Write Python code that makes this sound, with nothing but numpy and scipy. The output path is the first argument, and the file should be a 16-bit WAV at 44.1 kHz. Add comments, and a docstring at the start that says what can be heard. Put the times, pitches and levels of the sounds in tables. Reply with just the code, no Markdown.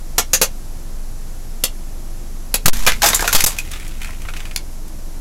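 """Sharp plastic cracks, a loud crunch, then soft grinding, over the throb of an idling engine.
A car is creeping over a hard plastic mask on asphalt, close to a small microphone.
The shell gives a few single cracks, caves in with a puff of air and splinters; then the tyre grinds
the shards. The cracks echo under the car and overload the microphone, which the puffs of air press
against its limit. A steady hiss lies behind it all."""
import sys
import numpy as np
from scipy import signal
from scipy.fft import rfft, irfft, next_fast_len
from scipy.io import wavfile
from scipy.ndimage import uniform_filter1d

SR = 44100
rng = np.random.default_rng(int(sys.argv[2]) if len(sys.argv) > 2 else 0)


def dump(signal):
    """Clip the signal to [-1, 1] and save it as 16-bit WAV at the path in sys.argv[1]."""
    limited = np.clip(np.atleast_2d(signal).T, -1, 1)
    pcm = np.round(limited * 32767).astype(np.int16)
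    wavfile.write(sys.argv[1], SR, pcm)


N = 229481
T = np.arange(N) / SR  # the time of every sample, in seconds
CAVE_IN_S = 2.6  # the shell is whole until here
PUFF_RISE_S = 0.0084

# Levels are in decibels (db): lower is quieter. A fade_s is the time a sound takes to drop by 60 db.
# Each crack, and the note of the piece that breaks:
# start_s, force_db, fade_s, bass_db, treble_db, piece_hz, piece_boost_db
SHELL_CRACKS = [ (0.1814, 1.5, 0.052, 3, -1.5, 720, 10), (0.3329, 2.5, 0.065, 1, 0, 6180, 12.5),
                (0.4149, 1, 0.078, 1, -0.5, 540, 14), (1.638, 1.5, 0.026, -11, 1, 3280, 5.5),
                (2.5415, -.5, 0.032, -1, -1.5, 10900, 6.5), (2.658, 10.5, .048, -3, -2, 132, 21),
                (2.6814, 10.5, 0.032, 5, 2.5, 149, 17), (2.732, -19, 0.067, -10, -1.5, 1570, 7),
                (2.865, -2.5, 0.08, -4.5, -10, 2770, 4), (2.8733, 5, 0.058, 1, -9, 1100, 3.5),
                (2.9197, -9.5, 0.028, -11, -17, 2130, 4), (3.0196, -5, 0.049, -12, -6.5, 1586, 17),
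                (3.0303, 0, 0.087, -1, -8, 786, 21.5), (3.041, -2, 0.059, 5, -1, 836, 4),
                (3.06, -2.5, 0.098, 5.5, 0.5, 5100, 7), (3.087, 0, 0.029, 1, 4, 6800, 5),
                (3.101, -14, 0.066, 9.5, -6, 3600, 10), (3.132, -7, 0.045, 5, -9, 3690, 15),
                (3.1458, 0.5, 0.035, 4, 17, 7100, 6), (3.159, -10.5, .029, 10, 1, 7400, 21),
                (3.1942, -13.5, 0.046, 7, -8, 1604, 8), (3.207, -11.5, 0.032, 3, 5, 1720, 16),
                (3.2239, -11, 0.036, 14, -1, 1530, 3), (3.2436, -18, 0.13, 7, -11, 1180, 3),
                (3.277, -2.5, 0.038, 3, -3.5, 1460, 11.5), (3.328, -3, 0.052, 2.5, 4, 1100, 3),
                (3.349, 2.5, 0.11, -1, -3, 3300, 4), (3.406, 1, 0.021, -21, -3.5, 2155, 11.5),
                (3.4396, 1.5, 0.047, -1, 1, 2630, 1), (3.4628, -7.5, 0.099, 6.5, 9, 8450, 4.5),
                (3.5865, -13, 0.042, -18, -2.5, 2530, 15.5), (4.5614, -5.5, 0.015, -24, -7, 4970, 8.5)]
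# The bright tone of the plastic: pitch_hz, level_db
SHELL_TONE = [(100, -6), (250, -8), (400, -5.5), (600, -3), (1000, 1), (1500, -3), (2300, -0.5), (4000, -1),
              (7000, 3), (9200, -3), (11500, 1.5), (14000, -4.5), (16000, -16.5)]
# The open shell folds and splinters: start_s, length_s, level_db
SHELL_FOLDS = [(2.73, 0.13, -29), (3.01, 0.46, -28.5)]
# The muffled tone of shards under the tyre: pitch_hz, level_db
SHARD_TONE = [(300, -30), (600, -13), (1200, -5.5), (2400, 2), (3300, -3.5), (4700, -9), (7000, -8.5),
              (11600, -13), (15000, -20)]
# Heaps of shards crunch: start_s, length_s, level_db
SHARD_CRUNCHES = [(3.712, 0.035, -34.5), (4.006, 0.043, -39), (4.08, 0.021, -42), (4.28, 0.018, -45.5)]
# Single shards snap: start_s, level_db, treble_db
SHARD_SNAPS = [(3.714, -23.5, 16), (3.734, -35, -1), (3.759, -26, -6), (3.798, -29.5, 3),
               (3.878, -30.5, 17), (4.091, -32, -25), (4.134, -37, -8), (4.218, -30.5, 6), (4.25, -27, -28),
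               (4.286, -22, -11), (4.3366, -25, -4), (4.365, -24.5, -4), (4.3706, -26, 1),
               (4.403, -25.5, -2.5), (4.453, -27, -1), (4.511, -26.5, -5), (4.879, -36.5, 17)]
# Air squeezed out of the shell: start_s, length_s, pressure (1 = microphone's limit), swing_back_s
AIR_PUFFS = [(2.655, 0.087, 2.6, .23), (3.345, 0.064, 1.6, .07)]
# The engine idles, then revs to climb the shell: time_s, firings_per_s
ENGINE_SPEED = [(0, 21.4), (2.2, 23.1), (2.5, 23.2), (2.72, 35), (2.87, 28), (3.08, 28), (3.6, 22.2),
                (5.2, 21.1)]
# The engine's notes: multiple (of the firing rate), level_db
ENGINE_NOTES = [(1, -24.5), (2, -54), (3, -50.5), (4, -50.5), (5, -50), (7, -52.5), (10, -55), (15, -54.5)]
# The tone of the engine's roar: pitch_hz, level_db
ROAR_TONE = [(10, -26.5), (30, -6), (60, -13), (130, -22.5), (200, -23), (330, -27.5), (450, -32),
             (630, -31), (1000, -37), (2800, -46), (6000, -51.5), (16000, -80)]
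# Echoes off the wheel and the car's floor: delay_s, level_db
CAR_ECHOES = [(.0058, -25.5), (0.0132, -15.5), (0.016, -17.5)]
# How long sound lingers under the car: pitch_hz, fade_s
CAR_FADES = [(200, 0.076), (600, 0.11), (2500, 0.14), (7000, 0.11), (15000, 0.073)]
# The tone of the steady hiss: pitch_hz, level_db
HISS_TONE = [(1000, -8.5), (3000, -7.5), (4500, -2), (5700, 2), (6500, 1.5), (7500, 2), (9000, -4),
             (10500, 2), (12300, -0.5), (13300, -5.5), (16000, -16)]
# The level dips briefly: start_s, length_s
LEVEL_DIPS = [(2.711, .02), (3.451, .0115)]


def cracks(uneven_db=2.5, spacing_hz=170, fold_hz=1570, fold_db=6.5):
    """Each break rings the shell at many pitches. The breaking piece stands out, later the fold too."""
    out, t = np.zeros(N), np.arange(SR // 8) / SR
    hz = np.fft.rfftfreq(len(t), 1 / SR)
    for start_s, force_db, fade_s, bass_db, treble_db, piece_hz, piece_boost_db in SHELL_CRACKS:
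        bumps_db = uneven_db * np.interp(hz, spacing_hz * np.arange(len(hz)), noise(len(hz)))
        tilt_db = value_at([(800, bass_db), (2800, 0), (8000, treble_db)], hz)
        spectrum = gain(value_at(SHELL_TONE, hz) + tilt_db + bumps_db)
        for peak_hz, boost_db in [(piece_hz, piece_boost_db), (fold_hz, fold_db * (start_s > CAVE_IN_S))]:
            width_hz = 28 + 0.034 * peak_hz
            spectrum *= 1 + (gain(boost_db) - 1) / (1 + ((hz - peak_hz) / width_hz) ** 2)
        random_phases = np.exp(2j * np.pi * rng.random(len(hz)))
        ring = normalise(irfft(spectrum * random_phases, len(t)))
        add(out, start_s, gain(force_db) * ring * fade(t, fade_s))
    return out


def dome_knocks(pitch_hz=528, relative_db=-15):
    """While the mask is still whole, each crack also knocks its hollow dome."""
    out, t = np.zeros(N), np.arange(SR // 6) / SR
    note = np.sqrt(2) * np.sin(2 * np.pi * pitch_hz * t)
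    for start_s, force_db, fade_s, *_ in SHELL_CRACKS:
        if start_s < CAVE_IN_S:
            add(out, start_s, gain(force_db + relative_db) * note * fade(t, 0.9 * fade_s))
    return out


def splinters():
    """Hairline breaks crackle between the big cracks while the shell folds."""
    crackle = shape_tone(tiny_breaks(per_s=520, spread_db=3, fade_s=0.03), SHELL_TONE)
    crackle = shape_tone(crackle, [(400, 0.5), (1600, 2.5), (9000, -3)])
    folding = sum(gain(level_db) * swell(start_s, length_s, rise_s=0.022, fade_s=0.69)
                  for start_s, length_s, level_db in SHELL_FOLDS)
    return normalise(crackle) * folding


def shards(grind_start_s=3.5, grind_length_s=1.0, grind_db=-44.5):
    """Flattened pieces grind and snap between rubber and asphalt, which muffles them."""
    crunches = [(grind_start_s, grind_length_s, grind_db), *SHARD_CRUNCHES]
    grinding = sum(gain(level_db) * swell(start_s, length_s, rise_s=0.019, fade_s=0.078)
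                   for start_s, length_s, level_db in crunches)
    grit = tiny_breaks(per_s=850, spread_db=6, fade_s=0.029)
    out = grinding * normalise(shape_tone(grit, SHARD_TONE))
    t = np.arange(SR // 10) / SR
    soft_start = np.minimum(t / 0.0011, 1)  # the rubber softens each snap
    for start_s, level_db, treble_db in SHARD_SNAPS:
        snap = shape_tone(noise(len(t)), SHARD_TONE)
        snap = shape_tone(snap, [(1000, -treble_db / 2), (2400, 0), (9000, treble_db)])
        add(out, start_s, gain(level_db) * normalise(snap) * soft_start * fade(t, fade_s=0.039))
    return out


def puffs(fall_s=0.042, swing_share=0.28):
    """Each puff of air presses the microphone one way; it then swings back, slower and weaker."""
    out = np.zeros(N)
    for start_s, length_s, pressure, swing_back_s in AIR_PUFFS:
        t = T - start_s
        push = np.clip(np.minimum(t / PUFF_RISE_S, (length_s - t) / fall_s), 0, 1)
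        swing_back = np.sin(np.pi * np.clip((t - length_s) / swing_back_s, 0, 1))
        out += pressure * (swing_share * swing_back - push)
    return out


def tyre(hum_start_s=2.73, hum_hz=232, hum_db=-31, thud_db=-33, roll_db=-35.5):
    """The wheel drops and the air inside hums; the rubber thuds at each puff and rumbles over the wreck."""
    t = np.maximum(T - hum_start_s, 0)
    hum = gain(hum_db) * np.sin(2 * np.pi * hum_hz * t) * fade(t, fade_s=1.3)
    rumble = shape_tone(noise(N), [(15, -24), (35, 6.5), (70, 0.5), (110, -8), (200, -21), (600, -47)])
    thuds = sum(pressure * swell(start_s, 0, PUFF_RISE_S, fade_s=0.28)
                for start_s, _, pressure, _ in AIR_PUFFS)
    rolling = swell(CAVE_IN_S, length_s=1.8, rise_s=0.086, fade_s=0.64)
    return hum + (gain(thud_db) * thuds + gain(roll_db) * rolling) * normalise(rumble)


def engine(idle_hz=23.4, idle_roar_db=-35.5, roar_db_per_hz=0.47):
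    """The firings make throbbing notes over a low roar that grows as the engine speeds up."""
    out, firing_hz = np.zeros(N), np.interp(T, *np.transpose(ENGINE_SPEED))
    firings_so_far = np.cumsum(firing_hz * wobble(0.02503)) / SR
    for multiple, level_db in ENGINE_NOTES:
        depth = min(0.11 + 0.16 * (multiple - 1), 1)  # higher notes are less steady
        loudness = gain(level_db) * np.sqrt(2) * normalise(wobble(depth))
        out += loudness * np.sin(2 * np.pi * (multiple * firings_so_far + rng.random()))
    roar = gain(idle_roar_db) * normalise(shape_tone(noise(N), ROAR_TONE))
    low_roar = shape_tone(roar, [(200, -3.5), (900, -46)])
    revving = gain(roar_db_per_hz * (firing_hz - idle_hz)) - 1
    return out + roar + low_roar * revving


def under_car(sound, tail_db=-12, build_s=0.0071):
    """Sound bounces between road and car, adding a few hard echoes and a short fading tail."""
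    t = np.arange(SR // 3) / SR
    hz, frame_s, bands = signal.stft(noise(len(t)), SR, nperseg=256)
    bands *= fade(frame_s, value_at(CAR_FADES, hz)[:, None])  # each pitch fades at its own pace
    tail = signal.istft(bands, SR, nperseg=256)[1][:len(t)]
    tail *= 1 - np.exp(-(t / build_s) ** 2)
    echoes = gain(tail_db) * tail / np.linalg.norm(tail)
    for delay_s, level_db in CAR_ECHOES:
        add(echoes, delay_s, gain([level_db]))
    return sound + signal.fftconvolve(sound, echoes)[:N]


def hiss(level_db=-46):
    """The steady high hiss behind everything."""
    return gain(level_db) * normalise(shape_tone(noise(N), HISS_TONE))


def tiny_breaks(per_s, spread_db, fade_s):
    """Tiny breaks at random moments, a few large and many small, each a short burst of noise."""
    sizes = gain(spread_db * np.minimum(rng.exponential(1, N), 4))
    breaks = sizes * (rng.random(N) < per_s / SR)
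    power = signal.lfilter([1], [1, -gain(-120 / (fade_s * SR))], breaks ** 2)  # each one dies away
    return np.sqrt(power) * noise(N)


def swell(start_s, length_s, rise_s, fade_s):
    """A loudness curve that rises, holds and dies away."""
    rise = np.clip((T - start_s) / rise_s, 0, 1)
    return rise * fade(np.maximum(T - start_s - length_s, 0), fade_s)


def fade(t, fade_s):
    """Falls from 1 to a thousandth in fade_s."""
    return np.exp(-np.log(1000) * t / fade_s)


def wobble(depth):
    """Drifts around 1, heading for a new random value 20 times a second."""
    times_s = np.arange(0, T[-1] + 1, 1 / 20)
    return 1 + depth * np.interp(T, times_s, noise(len(times_s)))


def noise(count):
    """Random values: white noise."""
    return rng.standard_normal(count)


def gain(db):
    """Turns decibels into a number to multiply by."""
    return 10 ** (np.asarray(db) / 20)


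def normalise(sound):
    """Sets the average strength (root mean square) to 1."""
    return sound / np.sqrt(np.mean(sound ** 2) + 1e-20)


def value_at(table, hz):
    """Reads between the rows of a (pitch_hz, value) table, with octaves evenly spaced."""
    pitch_hz, values = np.transpose(table)
    return np.interp(np.log(hz + 1), np.log(pitch_hz + 1), values)


def shape_tone(sound, tone):
    """Turns pitches up or down by a (pitch_hz, level_db) table."""
    size = next_fast_len(len(sound), True)
    gains = gain(value_at(tone, np.fft.rfftfreq(size, 1 / SR)))
    return irfft(rfft(sound, size) * gains, size)[:len(sound)]


def add(mix, start_s, sound):
    """Mixes a sound in at start_s."""
    part = mix[round(start_s * SR):][:len(sound)]
    part += sound[:len(part)]


def scene():
    """Breaking plastic under the car, with tyre, engine and hiss, in one channel."""
    plastic = cracks() + dome_knocks() + splinters() + shards()
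    return (under_car(plastic) + tyre() + engine() + hiss())[None]


def record(dry, limit=0.54, dip_db=-22.5, highest_hz=16000):
    """The level dips twice, the microphone squashes loud peaks, and the very top treble is cut."""
    dips = sum(1.0 * (T > start_s) * (T < start_s + length_s) for start_s, length_s in LEVEL_DIPS)
    dipped = dry * gain(dip_db * uniform_filter1d(dips, size=44))  # with smoothed edges
    squashed = limit * np.tanh(dipped / limit + puffs())  # each puff makes the overload lopsided
    treble_cut = signal.firwin(255, highest_hz, window=("kaiser", 8), fs=SR)
    return signal.oaconvolve(squashed, treble_cut[None], "same")


dry = scene()
out = record(dry)
dump(out)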